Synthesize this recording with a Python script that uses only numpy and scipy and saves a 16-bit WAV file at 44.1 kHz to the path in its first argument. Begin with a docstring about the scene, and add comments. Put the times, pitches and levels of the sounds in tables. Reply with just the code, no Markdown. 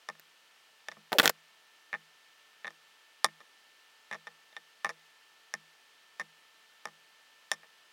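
"""Tapping pottery at a workbench

Unfired pottery and a tool are handled in a small, cluttered studio. Light, dry taps come about
every 0.7 s; each bounces a few times and sets the bench humming briefly. Early on, something hard
clatters close by and scrapes as grit catches and slips. A faint hiss and a thin whine lie underneath."""
import sys
import numpy as np
from scipy import signal
from scipy.fft import rfft, irfft
from scipy.io import wavfile

SR = 44100
rng = np.random.default_rng(int(sys.argv[2]) if len(sys.argv) > 2 else 0)


def file_out(sig):
    """Save sig as 16-bit WAV at sys.argv[1]."""
    # one column per channel
    cols = np.atleast_2d(sig).T
    # limit, then scale
    lim = np.clip(cols, -1, 1)
    pcm = np.round(lim * 32767).astype(np.int16)
    wavfile.write(sys.argv[1], SR, pcm)


N = 349272
TIME = np.arange(N) / SR
RING_TIME = TIME[:SR // 2]

# Light taps on clay. 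The last five columns are added to the level; ring and snap are treble bands.
# (time [s], level [dB], first bounce gap [s], settling time [s],
#  rebound [dB], lows [dB], ring [dB], snap [dB], bench [dB])
TAPS = [(0.088, -31, .011, .016, -2.5, 4, -13, -6, -26.5),
        (0.152, -55, .008, .008, -12, 0.5, -20, -14, -30),
        (0.8852, -30.5, 0.0086, .012, -22, -0.5, -10.5, -8, -35),
        (0.9155, -43, 0.0038, 0.0095, 3, -1, -9, -6.5, -24),
        (0.9692, -59.5, 0.0088, 0.016, -13, 13, -10, -14, 2),
        (1.9295, -28.5, 0.01, 0.032, 1, -2.5, -17, -24, -26.5),
        (2.6456, -33, 0.008, 0.014, 2, -1.5, -11.5, -24, -26.5),
        (2.6694, -36, 0.0082, 0.015, 6.5, -2.5, -8.5, -12.5, -39),
        (2.7056, -50.5, 0.0077, .008, -12, 4, -18, -3, -40),
        (3.2445, -15.5, .0095, .022, -11.5, 3.5, -4, -2.5, -35),
        (3.2861, -45.5, 0.0088, .012, -12, -1, -22, -26, -24),
        (3.4043, -50, .0064, 0.017, -1.5, 4, -8, -9, -22),
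        (4.1126, -28.5, 0.0076, .012, -7, -2.5, -19, -20.5, -25.5),
        (4.127, -33.5, .0053, 0.0132, 1.5, -0.5, -13, -11.5, -32),
        (4.1448, -39, 0.0058, 0.017, -0.5, 4, -13, -12, -40),
        (4.27, -38, 0.0047, 0.013, -3, 1, -7.5, -11, -29.5),
        (4.5274, -48.5, 0.0082, .01, -14, -3.5, -10, -19, -32),
        (4.5659, -34.5, .0056, .014, -8, -3.5, -8, -12.5, -39),
        (4.8463, -22.5, 0.011, 0.031, -6.5, 2.5, -17.5, -13.5, -29.5),
        (4.8922, -32, 0.0054, 0.019, -2.5, 2, -13.5, -6, -42),
        (5.5389, -26.5, 0.011, .019, -13, -2.5, -21.5, -4.5, -29),
        (6.1972, -28.5, .0067, 0.026, -5, -3, -14, -10, -27),
        (6.8549, -31, 0.017, 0.04, -12.5, 4.5, -14, -6, -27),
        (7.5158, -22, .0078, 0.032, -16.5, 0.5, -6.5, 1.5, -36.5),
        (7.632, -48.5, .01, .016, -2, 1.5, -22, -26, -29.5)]
# Hard, close knocks: same columns as TAPS.
KNOCKS = [(0.1966, -52, .003, 0.0074, -8, -6, -27, 6.5, -27),
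          (1.1201, -33.5, .003, 0.0053, -18, 7.5, -13, -11, -34),
          (1.1294, -27, .0031, .005, -7, 7, -2.5, -7, -33),
          (1.185, -20, .0032, 0.01, 2, -2.5, 6, -1.5, -47.5),
          (1.198, -7.5, .0036, .006, -3, -8.5, -6.5, -13, -49),
          (1.219, -38.5, .003, .004, -13, -7, -0.5, 3, -36),
          (1.23, -33.5, .0076, .01, -2, 5, -3, -5.5, -35),
          (1.2574, -15, .0063, .01, -7.5, -8, -5, -3.5, -43),
          (1.2772, -17.5, .0057, .009, -14, -8.5, 1, -2.5, -49),
          (1.2944, -28.5, .0025, 0.0064, 2, -2.5, -3, 3, -32.5)]
# A mode is one note that an object rings with; its fade time (t60) is how long it takes to drop 60 dB.
# Modes of the tapped clay: (pitch [Hz], level [dB], fade time [s])
CLAY_MODES = [(331, -19.5, 0.18), (482, -13, 0.088), (567, -15, 0.05), (648, -3.5, 0.038),
              (844.4, -3, 0.041), (1076, 5, 0.011), (1208, -0.5, 0.022), (1792, 3, 0.03),
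              (1811, 0.5, 0.022), (2125, -3.5, 0.023), (2320, -4, 0.016), (3570, 9, 0.012),
              (3664, 6.5, 0.0091), (4880, -0.5, 0.0096), (5510, 11.5, 0.0052), (5920, -0.5, 0.011),
              (7010, 0, 0.011), (8460, 0.5, 0.0066), (9330, 3, 0.0065), (10480, 0, 0.0067),
              (14800, -6.5, 0.007)]
# Modes of the hard piece: (pitch [Hz], level [dB], fade time [s])
KNOCK_MODES = [(206.4, -17.5, 0.076), (267, -8.5, 0.022), (397, -13.5, 0.041), (480, -5.5, .04),
               (611, -9.5, 0.022), (741, 2.5, 0.014), (878, -1, 0.0218), (1230, 1.5, 0.014),
               (1530, 1.5, 0.016), (1810, 9, 0.0073), (2665, 3.5, 0.0069), (3420, 15.5, 0.0033),
               (4270, 10, 0.0039), (5180, 15.5, 0.0023), (6950, 10.5, 0.001985), (9300, 8.5, 0.0013),
               (11000, 11, 0.00081), (14200, 12, .0018)]
# Modes of the bench top: (pitch [Hz], level [dB], fade time [s])
BENCH_MODES = [(159.4, -5, 0.46), (208.2, 1, 0.19), (343.5, -15, 0.15)]
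# Modes of a hollow pot: (pitch [Hz], level [dB], fade time [s])
HOLLOW_MODES = [(476, -8, 0.0474), (610, -2, 0.054), (824, -4.5, 0.036)]
# Where a touch's tone is set, for body, lows twice, middle twice, ring, snap and top: (pitch [Hz])
COLOUR_HZ = [600, 850, 1250, 1600, 2400, 3650, 5600, 8500]
# The piece drags between knocks: (time [s], length [s], level [dB])
SLIDES = [(1.121, 0.019, -36.5), (1.145, 0.03, -49.5), (1.186, 0.035, -31), (1.2295, .045, -25.5),
          (1.294, 0.0034, -22)]
# Rubbing keeps the hollow pot sounding: (time [s], length [s], level [dB])
RUBS = [(1.118, 0.059, -31.5)]
# Tone of the scraping grit: (pitch [Hz], relative level [dB])
SCRAPE_SPECTRUM = [(60, -28.5), (200, -8.5), (450, -3), (750, -2.5), (1100, -8.5), (2000, -6.5),
                   (3000, -13), (5500, -20.5), (8000, -20.5), (16000, -21)]
# Tone of the background hiss: (pitch [Hz], relative level [dB])
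HISS_SPECTRUM = [(40, -41), (150, -16), (400, -8), (800, -3.5), (1300, -2), (2100, -2), (2550, -1.5),
                 (2900, 1.5), (3700, -4), (4700, -5.5), (7000, -11.5), (11000, -17), (16000, -20.5)]
# The thin tones of the whine: (pitch [Hz], level [dB])
WHINE_TONES = [(446.8, -86), (893.6, -80.5), (1281, -82.5), (1335, -78), (1707, -80), (1782, -69.5),
               (2229, -82), (2557, -82.5), (3117, -78), (3225, -90.5), (3564, -84), (4011, -81.5),
               (4457, -83.5), (4899, -93.5)]

MEDIUM_BLOW_DB = -30   # blows count as firm or gentle against this level


def from_db(db):
    """Turn decibels into a number to multiply by."""
    return 10 ** (np.asarray(db) / 20)


def rms_one(x):
    """Scale a sound so that its average power is 1."""
    return x / np.sqrt(np.mean(x ** 2) + 1e-20)


def butter(x, hz, kind, order=2):
    """Keep the "low" part, the "high" part or a "band" of a sound."""
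    return signal.sosfilt(signal.butter(order, hz, kind, fs=SR, output="sos"), x)


def coloured(x, spectrum):
    """Shape the tone of plain noise and scale it to power 1."""
    hz, db = np.transpose(spectrum)
    bin_hz = np.maximum(np.fft.rfftfreq(N, 1 / SR), 1)
    gain = from_db(np.interp(np.log(bin_hz), np.log(hz), db))
    return rms_one(irfft(rfft(x) * gain, N))


def add(out, start_s, sound):
    """Mix a sound in at the given time."""
    start = int(round(start_s * SR))
    out[start:start + len(sound)] += sound[:N - start]


def ringing(modes, time):
    """A struck object rings: each mode swells within a third of a cycle, then dies away."""
    hz, db, t60 = np.transpose(modes)[:, :, None]
    age = np.maximum(time, 0)
    phase = 2 * np.pi * hz * age
    swell = 1 - np.exp(-phase / 2)
    return (from_db(db - 60 * age / t60) * swell * np.sin(phase)).sum(axis=0)


def background(hiss_db=-63.5, rumble_db=-103, waver_share=.0005, swell_s=1.7):
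    """Even hiss, a trace of rumble and a thin whine that swells at first and barely wavers in pitch."""
    hiss = from_db(hiss_db) * coloured(rng.standard_normal(N), HISS_SPECTRUM)
    waver = waver_share * rms_one(butter(rng.standard_normal(N), 6.5, "low"))
    clock = np.cumsum(1 + waver) / SR
    whine = sum(np.sqrt(2) * from_db(db) * np.sin(2 * np.pi * (hz * clock + rng.random()))
                for hz, db in WHINE_TONES)
    swell = from_db(np.interp(TIME, [0, swell_s], [-6.5, -1.0]))
    rumble = from_db(rumble_db) * rms_one(butter(rng.standard_normal(N), 90, "low"))
    return hiss + rumble + swell * whine


def blur(x, t60, dull_hz):
    """Smear a sound into a short, dull tail."""
    tail = rng.standard_normal(len(RING_TIME)) * from_db(-60 * RING_TIME / t60) * (RING_TIME > .001)
    tail /= np.sqrt(np.sum(tail ** 2))
    return signal.fftconvolve(x, butter(tail, dull_hz, "low", order=1))[:N]


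def bench_dip(x, hz=269.7):
    """The bench hardly moves between its modes, which leaves a narrow gap in the lows."""
    return signal.lfilter(*signal.iirnotch(hz, Q=4.4, fs=SR), x + 1e-18)


def bench(level_db=2.0, push_db=-27, push_t60=.03):
    """The bench top answers every blow with a soft push and a low hum that outlasts the tick."""
    hum = butter(ringing(BENCH_MODES, RING_TIME), 130, "high")
    push = from_db(push_db - 60 * RING_TIME / push_t60)
    out = np.zeros(N)
    for start_s, db, *_, bench_db in TAPS + KNOCKS:
        add(out, start_s, from_db(db + bench_db + level_db) * (hum + push))
    return out


def strokes(rows, attack_s=.003, sag_db_per_s=118.5, release_db_per_s=2197):
    """The loudness of sliding strokes: each rises quickly, sags, then stops quickly."""
    gain = np.zeros(N)
    for start_s, length_s, db in rows:
        age = np.maximum(TIME - start_s, 0)
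        fall_db = sag_db_per_s * age + release_db_per_s * np.maximum(age - length_s, 0)
        gain += np.minimum(age / attack_s, 1) * from_db(db - np.minimum(fall_db, 200))
    return gain


def sinking(x, start_ratio=1.22, end_ratio=.78):
    """The hollow note sinks in pitch as the rub slows."""
    start_s, length_s, _ = RUBS[0]
    speed = np.interp(TIME, [start_s, start_s + length_s], [start_ratio, end_ratio])
    return np.interp(np.cumsum(speed), np.arange(N), x, period=N)


def scrape(grains_per_s=14000, size_spread_db=4.5, grit_db=-1.5, hollow_db=-3.0):
    """Grit catches and slips in a spray of tiny clicks, which also make a hollow pot ring."""
    grains = (rng.random(N) < grains_per_s / SR) * rng.choice([-1, 1], N)
    grains = grains * from_db(size_spread_db * np.minimum(rng.exponential(1, N), 3))
    grit = from_db(grit_db) * strokes(SLIDES) * coloured(grains, SCRAPE_SPECTRUM)
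    hollow = signal.fftconvolve(grains, ringing(HOLLOW_MODES, RING_TIME))[:N]
    hollow = rms_one(sinking(butter(hollow, [400, 1000], "band")))
    return grit + from_db(hollow_db) * strokes(RUBS) * hollow


def bouncing(blows, body, top, max_bounces=7, gap_ratio=.85, jitter=.06, settle_db=21.5, dull_db=4):
    """A blow lands, then bounces ever faster. Lists each touch: (time [s], level [dB], colour [dB])."""
    touches = []
    for blow, chance in zip(blows, rng.standard_normal((len(blows), max_bounces))):
        start_s, level, first_gap_s, settle_s, rebound, lows, ring, snap, _ = blow
        # body and top follow the force: (boost at a medium blow [dB], change [dB per dB of level])
        body_db, top_db = (db + slope * (level - MEDIUM_BLOW_DB) for db, slope in (body, top))
        lower_bands = [lows + body_db, lows, lows, 0, 0]
        treble = np.array([ring, snap, snap + top_db])
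        touches.append((start_s, level, [*lower_bands, *treble]))
        gaps = first_gap_s * gap_ratio ** np.arange(max_bounces) * (1 + jitter * chance)
        ages = np.cumsum(gaps)
        for age in ages[ages < 2 * settle_s]:
            loss_db = settle_db * (age / settle_s) ** 4   # bounces hold up, then collapse
            bounce_colour = [*lower_bands, *(treble - dull_db)]
            touches.append((start_s + age, level + rebound - loss_db, bounce_colour))
    return touches


def strike(touches, modes, scatter_db, detune, travel_s):
    """Each touch lands on a new spot, so the modes differ in strength, pitch and arrival time."""
    out = np.zeros(N)
    hz, db, t60 = np.transpose(modes)
    chance = rng.standard_normal((len(touches), 3, len(modes)))
    for (start_s, level, colour_db), (louder, sharper, later) in zip(touches, chance):
        colour = np.interp(np.log(hz), np.log(COLOUR_HZ), colour_db)
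        pitch = np.clip(hz + detune * sharper / t60, 50, 19000)   # fast-fading modes shift most
        struck_modes = np.column_stack([pitch, db + level + colour + scatter_db * louder, t60])
        delay_s = travel_s * np.abs(later)[:, None]
        add(out, start_s, ringing(struck_modes, RING_TIME[:SR // 8] - delay_s))
    return out


def knocks(level_db=-1.5, room_db=-22):
    """Something hard hits and rattles, making a quick run of sharp cracks."""
    touches = bouncing(KNOCKS, body=(-0.78, 0.12), top=(-0.5, 0.041))
    cracks = strike(touches, KNOCK_MODES, scatter_db=0.6, detune=.05, travel_s=.00008)
    cracks = from_db(level_db) * butter(cracks, 130, "high")
    return cracks + from_db(room_db) * blur(cracks, t60=0.057, dull_hz=8000)   # echo off pots and shelves


def crunch(level_db=-19, force_db_per_db=1.44, attack_s=0.00079, t60=0.014, low_hz=2200):
    """A tap's first touch crushes a little grit, far more so when the tap is firm."""
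    out = np.zeros(N)
    burst = np.minimum(RING_TIME / attack_s, 1) * from_db(-np.minimum(60 * RING_TIME / t60, 200))
    for start_s, db, *_ in TAPS:
        grit = rng.standard_normal(len(RING_TIME))
        force_db = force_db_per_db * (db - MEDIUM_BLOW_DB)
        add(out, start_s, grit * burst * from_db(db + level_db + force_db))
    crisp = butter(out + 1e-18, low_hz, "high")
    return butter(crisp, 2 * low_hz, "low", order=1)


def taps(level_db=-3.5, room_db=-16):
    """Dry clay barely rings, so each touch is a tick. Firmer taps are shorter: less body, more top."""
    touches = bouncing(TAPS, body=(0.71, -.25), top=(-5.5, 0.24))
    ticks = strike(touches, CLAY_MODES, scatter_db=1.0, detune=.18, travel_s=.0001)
    ticks = from_db(level_db) * butter(ticks, 642, "high")
    return ticks + from_db(room_db) * blur(ticks, t60=0.068, dull_hz=2500)   # echo off pots and shelves


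def scene(width_db=-18, side_hiss_db=-86):
    """Mix everything. A faint low blur and a trace of hiss give slight stereo width."""
    handling = bench_dip(taps()) + crunch() + knocks() + scrape()
    mid = butter(handling, 120, "high") + bench_dip(bench()) + background()
    low_width = butter(blur(handling, t60=0.06, dull_hz=140), 1500, "low", order=1)
    side_hiss = rms_one(butter(rng.standard_normal(N), 3992, "low"))
    side = from_db(width_db) * low_width + from_db(side_hiss_db) * side_hiss
    return np.array([mid + side, mid - side])


def record(dry, cutoff_hz=16400):
    """Round off the loudest peaks, then cut the deepest rumble and the highest treble."""
    rounded = butter(np.tanh(dry), 45, "high", order=1)
    return signal.sosfilt(signal.ellip(10, .2, 70, cutoff_hz, fs=SR, output="sos"), rounded)


dry = scene()
out = record(dry)
file_out(out)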